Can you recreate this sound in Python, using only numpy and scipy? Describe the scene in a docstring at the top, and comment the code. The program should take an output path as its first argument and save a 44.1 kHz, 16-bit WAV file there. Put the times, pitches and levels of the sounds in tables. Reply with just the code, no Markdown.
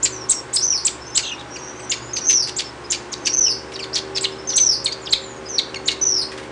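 """Nestlings in a plastic tub beg for food, close to a small microphone in a hard-walled room.
Short arched chirps break into harsh falling squawks; long hoarse whistles slide down, others answer from
further off. Each call is a gliding tone with overtones, made hoarse by random wobble; breath is a rougher copy.
A fan motor and mains hum drone underneath as wavering sines with a bed of air noise; claws scratch on paper.
Noise tails make the echoes of tub and room; the microphone overloads slightly on the loudest calls."""
import sys
import numpy as np
from scipy import signal
from scipy.fft import rfft, irfft
from scipy.io import wavfile
from scipy.ndimage import uniform_filter1d

SR = 44100
rng = np.random.default_rng(int(sys.argv[2]) if len(sys.argv) > 2 else 0)


def to_linear_factor(level_db):
    """Convert decibel levels (scalar or array-like) to linear amplitude factors."""
    exponent = np.asarray(level_db, float) / 20
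    return 10 ** exponent


def put_to_file(sound):
    """Save the sound as 16-bit audio at rate SR, in the file named by the first command-line argument."""
    columns = np.atleast_2d(sound).T  # one column per channel
    safe = np.clip(columns, -1, 1)
    whole_steps = np.round(safe * 32767)
    wavfile.write(sys.argv[1], SR, whole_steps.astype(np.int16))


N = 287091  # length in samples


def colour(points, hz):
    """Gain at each pitch, read from a table of (f/Hz, gain/dB) along a logarithmic pitch scale."""
    table = np.array(points, float)
    return to_linear_factor(np.interp(np.log(np.maximum(hz, 1)), np.log(table[:, 0]), table[:, 1]))


def walk(rate_hz, count):
    """Smooth random curve of spread 1 that turns about rate_hz times a second."""
    k = max(int(SR / rate_hz), 2)
    noise = rng.standard_normal(count + 4 * k)
    smooth = uniform_filter1d(uniform_filter1d(noise, k), k)[2 * k:2 * k + count]
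    return smooth * np.sqrt(1.5 * k)  # smoothing shrinks the spread; bring it back to 1


def add(out, start_s, x):
    """Mix a sound into out from its start time on."""
    i = max(int(start_s * SR), 0)
    out[i:i + len(x)] += x[:len(out) - i]


def span(length_s):
    """Progress through a note, from 0 to 1."""
    return np.linspace(0, 1, int(length_s * SR))


def swell(u, rise, fall):
    """Loudness curve over a note: rise and fall are shares of its length."""
    fade_in = np.sin(np.pi / 2 * np.clip(u / rise, 0, 1)) ** 2
    fade_out = np.sin(np.pi / 2 * np.clip((1 - u) / fall, 0, 1)) ** 2
    return fade_in * fade_out


# what throat and beak let through: (f/Hz, gain/dB)
THROAT = [(1500, -19.5), (2200, -1), (3200, 1.5), (4400, 6), (6000, 2), (8000, -1), (10000, -14.5)]


def voice(hz, rough, overtone_db, flutter_hz, count=4):
    """A membrane in the syrinx, the bird's voice organ; roughness scatters its overtones into sidebands."""
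    phase, out = 2 * np.pi * np.cumsum(hz) / SR, 0
    rough = np.clip(rough, 0, 1)
    for k in range(1, count + 1):
        # random shaking of amplitude and phase replaces the steady tone as roughness grows
        shake = walk(flutter_hz, len(hz)) + 1j * walk(flutter_hz, len(hz))
        wobble = np.sqrt(1 - rough) * np.sqrt(2) + np.sqrt(rough) * shake
        audible = k * hz < .45 * SR
        gain = to_linear_factor(overtone_db * (k - 1)) * colour(THROAT, k * hz) * audible
        out = out + gain * np.imag(wobble * np.exp(1j * k * phase))
    return out


# fan over time: (t/s, shaft tone f/Hz, drone level/dB)
FAN = [(0.0, 75.4, -39.5), (0.69, 75.5, -45), (1.36, 72.8, -48.5), (1.68, 74, -43), (2.55, 73.3, -42),
       (2.96, 70.56, -43), (3.46, 76.7, -37.5), (4.21, 77.1, -36.5), (4.679, 77.11, -38.5),
       (6.47, 76.6, -37), (6.51, 78.7, -36)]
# tones at multiples of the shaft tone: (multiple, relative level/dB)
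FAN_ORDERS = [(2, -18), (3, -14), (4, -10), (5, -1.5), (6, -8.5), (7, -8), (8, -15.5)]
# hum lines: (f/Hz, level/dB)
HUM = [(57, -59.5), (69, -51), (120, -47.5), (620, -73.5), (824, -50.5), (904, -57), (964, -54.5),
       (1075, -51), (1130, -56.5), (1529, -55.5)]
# tone colour of the moving air: (f/Hz, relative level/dB)
AIR = [(79, -22), (135, -5), (187, -10), (327, -0.5), (364, -1.5), (413, -4.5), (685, -7.5), (1080, -7),
       (1220, -8.5), (1510, -8.5), (3730, -20.5), (5550, -22.5), (9200, -29.5), (10100, -50), (13100, -66),
       (22000, -120)]


def drone():
    """Fan tones follow the shaft and waver; hum lines keep their pitch but waver too; air is shaped noise."""
    t = np.arange(N) / SR
    s, shaft_hz, db = np.transpose(FAN)
    turn = 2 * np.pi * np.cumsum(np.interp(t, s, shaft_hz)) / SR
    fan, hum = np.zeros(N), np.zeros(N)
    for k, order_db in FAN_ORDERS:
        fan += to_linear_factor(order_db + 2.5 * walk(9, N)) * np.sin(k * turn + .6 * walk(6, N))
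    for hz, hum_db in HUM:
        hum += to_linear_factor(hum_db + 2.3 * walk(10.2, N)) * np.sin(2 * np.pi * hz * t + .4 * walk(5.2, N))
    air = irfft(rfft(rng.standard_normal(N)) * colour(AIR, np.fft.rfftfreq(N, 1 / SR)), N)
    tones = np.sqrt(2) * (fan * to_linear_factor(np.interp(t, s, db)) + hum)
    return tones + to_linear_factor(-36.5) * air / air.std()


def arch(u, first_hz, top_hz, last_hz):
    """Pitch curve that climbs to a crest and then drops away faster."""
    crest = 0.62  # share of the length
    climb = np.clip(1 - u / crest, 0, 1)
    drop = np.clip((u - crest) / (1 - crest), 0, 1)
    return top_hz - (top_hz - first_hz) * climb ** 2.3 - (top_hz - last_hz) * drop ** 1.713


# arched chirps: (start t/s, length t/s, top f/Hz, last f/Hz, level/dB)
ARCHES = [(0.023, 0.035, 7670, 5740, -14), (0.286, 0.04, 8250, 4500, -12),
          (0.527, 0.043, 8400, 6500, -16.5), (0.845, 0.03, 8110, 4720, -12),
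          (1.144, 0.044, 7820, 5060, -15), (1.367, 0.057, 3860, 2630, -43),
          (1.892, 0.029, 7200, 5600, -21.5), (2.559, 0.035, 7700, 4680, -22.5),
          (2.898, 0.029, 7370, 4260, -20), (3.246, 0.037, 6230, 4770, -21.5),
          (3.925, 0.044, 5590, 3250, -24.5), (4.203, 0.036, 8210, 5900, -24.5),
          (4.56, 0.012, 7930, 7050, -14.5), (4.841, 0.017, 8230, 7530, -22), (4.908, 0.03, 4620, 4980, -32),
          (5.101, 0.029, 7580, 7300, -28), (5.851, 0.035, 7230, 5600, -27.5)]
# plunging chirps: (start t/s, length t/s, first f/Hz, last f/Hz, level/dB)
PLUNGES = [(0.056, 0.01, 5460, 1930, -44), (0.32, 0.0087, 6000, 2230, -41),
           (0.562, 0.015, 5100, 2970, -20.5), (0.871, 0.015, 6120, 2560, -26),
           (1.171, 0.011, 5620, 2600, -19), (1.916, 0.01, 5310, 2340, -21),
           (2.157, 0.021, 5120, 4300, -31.5), (2.583, 0.021, 5000, 2150, -24),
           (2.925, 0.013, 5250, 2950, -33), (3.114, 0.03, 6860, 3360, -28.5),
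           (3.266, 0.012, 5385, 2070, -21.5), (3.452, 0.042, 3033, 2310, -30.5),
           (3.731, 0.042, 5690, 2090, -33.5), (3.819, 0.032, 4800, 2490, -33.5),
           (3.956, 0.023, 4950, 2130, -26), (3.982, 0.012, 5170, 2620, -30.5),
           (4.144, 0.048, 5320, 2265, -26.5), (4.239, 0.021, 4290, 2300, -20.5),
           (4.487, 0.026, 5340, 4280, -32), (4.572, 0.018, 4410, 2970, -18.5),
           (4.855, 0.018, 4400, 3120, -15.5), (4.512, 0.03, 4600, 2240, -34.5),
           (5.05, 0.022, 5300, 4700, -35), (5.067, 0.016, 3820, 2670, -29.5),
           (5.086, 0.016, 5040, 3750, -36.5), (5.121, 0.021, 4615, 3080, -15),
           (5.578, 0.022, 4580, 2960, -18), (5.742, 0.007, 2940, 2530, -28.5),
           (5.873, 0.023, 4600, 2166, -18.5)]


def chirp_glides():
    """Start, progress, pitch and level of every chirp; longer plunges cling longer to their first pitch."""
    for s, length, top_hz, last_hz, db in ARCHES:
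        u = span(length)
        yield s, u, arch(u, 0.7 * top_hz, top_hz, last_hz), db
    hold_s = 0.022
    for s, length, first_hz, last_hz, db in PLUNGES:
        u = span(length)
        yield s, u, first_hz + (last_hz - first_hz) * u ** (1 + length / hold_s), db


def chirps(out):
    """Thin glides inside a haze of breath; low-pitched ones carry stronger overtones."""
    for s, u, hz, db in chirp_glides():
        count = len(u)
        overtone_db = -8 if hz.max() < 3300 else -22
        # the slacker the membrane, the lower and the more ragged the tone
        slack = np.clip((7200 - hz) / 3000, .2, .55)
        if hz[0] < 3300:
            slack = .06  # a smaller bird's low peeps stay clear
        line = voice(hz, slack, overtone_db, 984)
        # the tone comes in beads, around 210 a second
        bead_hz = 210 + 50 * walk(67.6, count)
        beads = 1 + 0.54 * np.sin(2 * np.pi * np.cumsum(bead_hz) / SR + 2 * np.pi * rng.random())
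        # every other cycle differs a little: a faint strand at half pitch
        line += to_linear_factor(-27 + 6 * walk(120, count)) * voice(hz / 2, .85, 0, 1400, count=1)
        # air rushing past the membrane, in gusts, growing towards the end of the glide
        gusts = to_linear_factor(-7.5 + 8.7 * np.clip(walk(246, count), -3, 1.2))
        breath = gusts * (0.082 + u) * voice(hz, 0.91, -10.5, 5000, count=2)
        add(out, s, to_linear_factor(db) * swell(u, 0.42, 0.2) * (beads * line + breath))


# low rasping squawks and peeps: (start t/s, length t/s, first f/Hz, level/dB, roughness: 0 clear, about 1 raspy)
SQUAWKS = [(0.049, 0.04, 2697, -26.5, 0.8), (0.32, 0.023, 3054, -31, 0.8), (0.724, 0.03, 3340, -35.5, 0.05),
           (0.872, 0.02, 2994, -26, 0.37), (1.18, 0.037, 2850, -28.5, 0.6),
           (1.559, 0.024, 3050, -34.5, 0.2), (1.797, 0.02, 3230, -43, 0.08), (1.913, 0.047, 3100, -25, 0.5),
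           (2.165, 0.047, 2645, -35.5, 0.88), (2.294, 0.057, 3330, -26, 0.78),
           (2.472, 0.035, 2840, -33, 1.2), (2.59, 0.042, 2636, -26, 0.9), (2.922, 0.045, 3205, -26, 0.74),
           (3.263, 0.038, 3053, -24.5, 0.53), (3.79, 0.035, 3310, -31, 0.1), (3.84, 0.022, 2500, -42, 0.5),
           (3.958, 0.039, 2377, -31, 1), (4.236, 0.027, 2400, -25.5, 0.5), (4.581, 0.039, 2540, -30.5, 0.8),
           (4.873, 0.027, 2404, -27, 0.08), (5.145, 0.041, 2760, -33.5, 0), (5.585, 0.029, 2395, -32, 0),
           (5.758, 0.022, 2310, -30, 0.08), (5.887, 0.063, 2376, -30, 0.7)]


def squawks(out):
    """The pitch settles like a relaxing spring; rougher means wider sidebands and richer overtones."""
    rest_hz = 2125
    for s, length, first_hz, db, rough in SQUAWKS:
        u = span(length)
        hz = rest_hz + (first_hz - rest_hz) * np.exp(-3 * u)
        tone = voice(hz, rough, -5 + 3 * rough, 700 + 2500 * rough)
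        level = to_linear_factor(db + 4.6 * rough * walk(220, len(u)))
        add(out, s, level * swell(u, 0.07, 0.62) * tone)


# whistles of birds further off: (start t/s, length t/s, first f/Hz, last f/Hz, level/dB)
DISTANT = [(0.118, 0.16, 6230, 5220, -33.5), (0.333, 0.08, 5670, 5510, -31),
           (0.99, 0.25, 5340, 5250, -41.5), (1.059, 0.26, 6170, 6000, -41), (1.202, 0.12, 6600, 6200, -37),
           (1.316, 0.05, 6200, 5250, -35.5), (1.468, 0.458, 5650, 5910, -39.5),
           (1.527, 0.39, 6450, 6070, -44), (1.791, 0.068, 8000, 8070, -42.5),
           (1.956, 0.18, 6500, 7220, -41.5), (2.005, 0.14, 4750, 5260, -45.5),
           (2.631, 0.078, 5400, 5180, -39.5), (2.84, 0.028, 5020, 5120, -40),
           (3.158, 0.16, 6520, 6100, -49), (4.311, 0.18, 5140, 5380, -43.5),
           (5.015, 0.042, 7400, 6470, -43), (5.171, 0.24, 7500, 6530, -42),
           (5.454, 0.048, 5080, 4940, -38.5)]


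def distant():
    """Hoarse whistles from further away: a single wobbling tone whose level dips at random."""
    out = np.zeros(N)
    for s, length, first_hz, last_hz, db in DISTANT:
        u = span(length)
        tone = voice(first_hz + (last_hz - first_hz) * u, .42, 0, 600, count=1)
        level = to_linear_factor(db - 9.1 * np.maximum(walk(51, len(u)), 0))
        add(out, s, level * swell(u, 0.055, 0.21) * tone)
    return out


# long begging whistles: (start t/s, length t/s, first f/Hz, level/dB, attack t/s)
WHISTLES = [(0.623, 0.18, 6093, -18.5, 0.013), (2.265, 0.19, 6210, -16, 0.016),
            (3.33, 0.21, 6190, -15.5, 0.046), (4.556, 0.21, 6184, -14.5, 0.05),
            (6.011, 0.24, 6016, -17.5, 0.014)]
# short straight whistles, mostly run-ups to a long one: (start t/s, length t/s, first f/Hz, last f/Hz, level/dB)
RUN_UPS = [(0.561, 0.04, 5040, 5330, -23.5), (0.61, 0.03, 5400, 6100, -26), (2.132, 0.062, 6450, 5820, -29),
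           (2.207, 0.13, 5860, 5530, -31.5), (2.247, 0.02, 6300, 6250, -30.5),
           (3.295, 0.082, 5600, 6000, -24.5), (4.473, 0.049, 6320, 5830, -26.5),
           (4.537, 0.022, 5680, 5810, -28.5), (5.485, 0.09, 6350, 5420, -31)]


def whistle_glides():
    """Start, progress, pitch and level of every whistle; long ones sag late and fade, run-ups glide straight."""
    for s, length, first_hz, db, attack_s in WHISTLES:
        u = span(length)
        entry_db = -4.5 * np.clip(1 - u * length / attack_s, 0, 1)
        fade_db = -18 * u ** 3.96
        yield s, u, first_hz * (1 - 0.3 * u ** 2.3), db + entry_db + fade_db
    for s, length, first_hz, last_hz, db in RUN_UPS:
        u = span(length)
        yield s, u, first_hz + (last_hz - first_hz) * u, db + 3.2 * walk(100, len(u))


def whistles():
    """Sliding whistles with a pair of flutter sidebands; hoarser and breathier towards the end."""
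    out = np.zeros(N)
    for s, u, hz, db in whistle_glides():
        # the pitch sags further and wavers as the breath runs out
        hz = hz * (1 - .07 * u ** 8 + 0.035 * u ** 2 * walk(90, len(u)))
        flutter_hz = 330 + 60 * walk(40, len(u))
        flutter = 1 + 0.13 * np.sin(2 * np.pi * np.cumsum(flutter_hz) / SR)
        tone = flutter * voice(hz, 0.1 + 0.45 * u ** 2.5, -3.5, 900, count=2)
        breath = to_linear_factor(-10.5) * u ** 3 * voice(hz, 0.77, -9.5, 1300, count=2)
        add(out, s, to_linear_factor(db) * swell(u, 0.018, 0.13) * (tone + breath))
    return out


# gaps of a few milliseconds where a whistle and its echo nearly vanish:
# (middle t/s, size t/ms; the gap reaches about 0.83 sizes each way)
GAPS = [(0.673, 5), (0.6936, 4.1), (0.702, 1.9), (2.2036, 7.6), (2.2653, 2.9), (2.279, 1.8), (2.2843, 2),
        (2.3345, 2), (2.4198, 3.3), (3.3261, 2.6), (3.336, 2.3), (3.3523, 3), (3.3605, 5.6), (3.3752, 2.4),
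        (3.403, 6.9), (4.595, 4.1), (4.646, 2.6), (4.656, 4.1), (4.687, 2.4), (6.047, 4.8), (6.118, 2.9),
        (6.135, 4.2), (6.157, 2.7), (6.209, 2.6)]


def gaps():
    """Gain that nearly closes at each listed gap, and at random, mostly shorter gaps in long whistles."""
    every_s, size_ms = 0.06, 2.0  # average spacing and size of the random gaps
    t, gain = np.arange(N) / SR, np.ones(N)
    chance = rng.random((300, 2))
    times = .03 + np.cumsum(2 * every_s * chance[:, 0])
    random_gaps = []
    for s, c in zip(times, chance[:, 1]):
        if any(0 < s - w[0] < .85 * w[1] for w in WHISTLES):
            random_gaps.append((s, size_ms * (.5 + c)))
    for s, gap_ms in GAPS + random_gaps:
        near = slice(int((s - .02) * SR), int((s + .02) * SR))
        gain[near] *= 1 - 0.98 * np.exp(-((t[near] - s) / (0.00083 * gap_ms)) ** 4)
    return gain


# one warble on both sides of the syrinx: (start t/s, length t/s, first f/Hz, last f/Hz, swing f/Hz, level/dB)
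WARBLE = [(1.224, 0.13, 3050, 2400, 345, -32.5), (1.221, 0.12, 3900, 2100, 328, -34.5)]


def warble(out):
    """Two tones swing up and down together; the swing dies away."""
    rate_hz, crest_s = 40, 1.2775  # both tones crest at the same moment
    for s, length, first_hz, last_hz, swing_hz, db in WARBLE:
        u = span(length)
        swing = np.cos(2 * np.pi * rate_hz * (s + u * length - crest_s)) * swell(u, 0.084, 0.4)
        hz = first_hz + (last_hz - first_hz) * u ** 3 + swing_hz * swing
        add(out, s, to_linear_factor(db) * swell(u, .1, .15) * voice(hz, .15, -20, 500, count=2))


# scratches of claws on paper: (start t/s, level/dB before filtering, centre f/Hz)
SCRATCHES = [(3.719, -22.5, 2590), (6.317, -17, 1730), (6.3766, -15.5, 1740), (6.4288, -22.5, 1770)]


def scratches(out):
    """Short dull bursts: filtered noise that dies away at once."""
    for s, db, hz in SCRATCHES:
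        t = span(0.08) * 0.08
        band = signal.butter(1, [0.71 * hz, 1.25 * hz], "bandpass", fs=SR, output="sos")
        noise = signal.sosfilt(band, rng.standard_normal(len(t)))
        add(out, s, to_linear_factor(db) * np.exp(-t / 0.024276) * noise)


def echo(t60_s, treble_t60_s, gap_s):
    """Diffuse noise tail of energy 1 that starts after a gap; t60 is the time to fall by 60 dB."""
    t = span(.6) * .6
    noise = rng.standard_normal(len(t))
    low = signal.sosfiltfilt(signal.butter(2, 6500, fs=SR, output="sos"), noise)
    low_tail = low * np.exp(-np.log(1000) * t / t60_s)
    treble_tail = (noise - low) * np.exp(-np.log(1000) * t / treble_t60_s)
    tail = (low_tail + treble_tail) * np.clip(t / gap_s - 1, 0, 1)
    return tail / np.sqrt(np.sum(tail ** 2))


def scene():
    """Near birds with tub and room echoes, far birds with room echo only, and the drone."""
    near = np.zeros(N)
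    for source in (chirps, squawks, warble, scratches):
        source(near)
    # a tiny beak radiates almost nothing low down; the scratches pass the same filter
    near = signal.sosfilt(signal.butter(4, 1750, "highpass", fs=SR, output="sos"), near)
    long, far = whistles(), distant()
    tub = to_linear_factor(-16) * echo(0.064, 0.064, 0.0011)
    room = echo(0.34, 0.21, 0.0031)
    near = near + signal.fftconvolve(near, tub + to_linear_factor(-11.5) * room)[:N]
    # the whistler faces away, so more of it arrives by the walls
    long = long + signal.fftconvolve(long, tub + to_linear_factor(-5) * room)[:N]
    far = far + signal.fftconvolve(far, to_linear_factor(-17.5) * room)[:N]
    # the gaps cut the whistles together with their echoes
    return (near + long * gaps() + far + drone())[None]


def low_pass(x):
    """Removes everything above the highest recorded frequency."""
    return signal.sosfilt(signal.butter(12, 10220, fs=SR, output="sos"), x)


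def record(dry):
    """Gain control turns loud calls down and recovers; a lopsided input adds soft thumps and rounds peaks."""
    hold = np.exp(-1 / (.35 * SR))  # loudness is averaged over about 0.35 s
    loudness = signal.lfilter([1 - hold], [1, -hold], dry ** 2)
    x = dry * (1 + loudness / to_linear_factor(-22) ** 2) ** -.12
    # the squared part is the lopsidedness: it turns loud calls into low thumps
    lopsided = x + 0.14 * x ** 2
    x = signal.sosfilt(signal.butter(1, 18, "highpass", fs=SR, output="sos"), lopsided)
    x = .8 * np.tanh(x / .8)
    # the treble is cut steeply above 10150 Hz
    x = signal.sosfilt(signal.ellip(10, .3, 65, 10150, fs=SR, output="sos"), x)
    return low_pass(x)


dry = scene()
out = record(dry)
put_to_file(out)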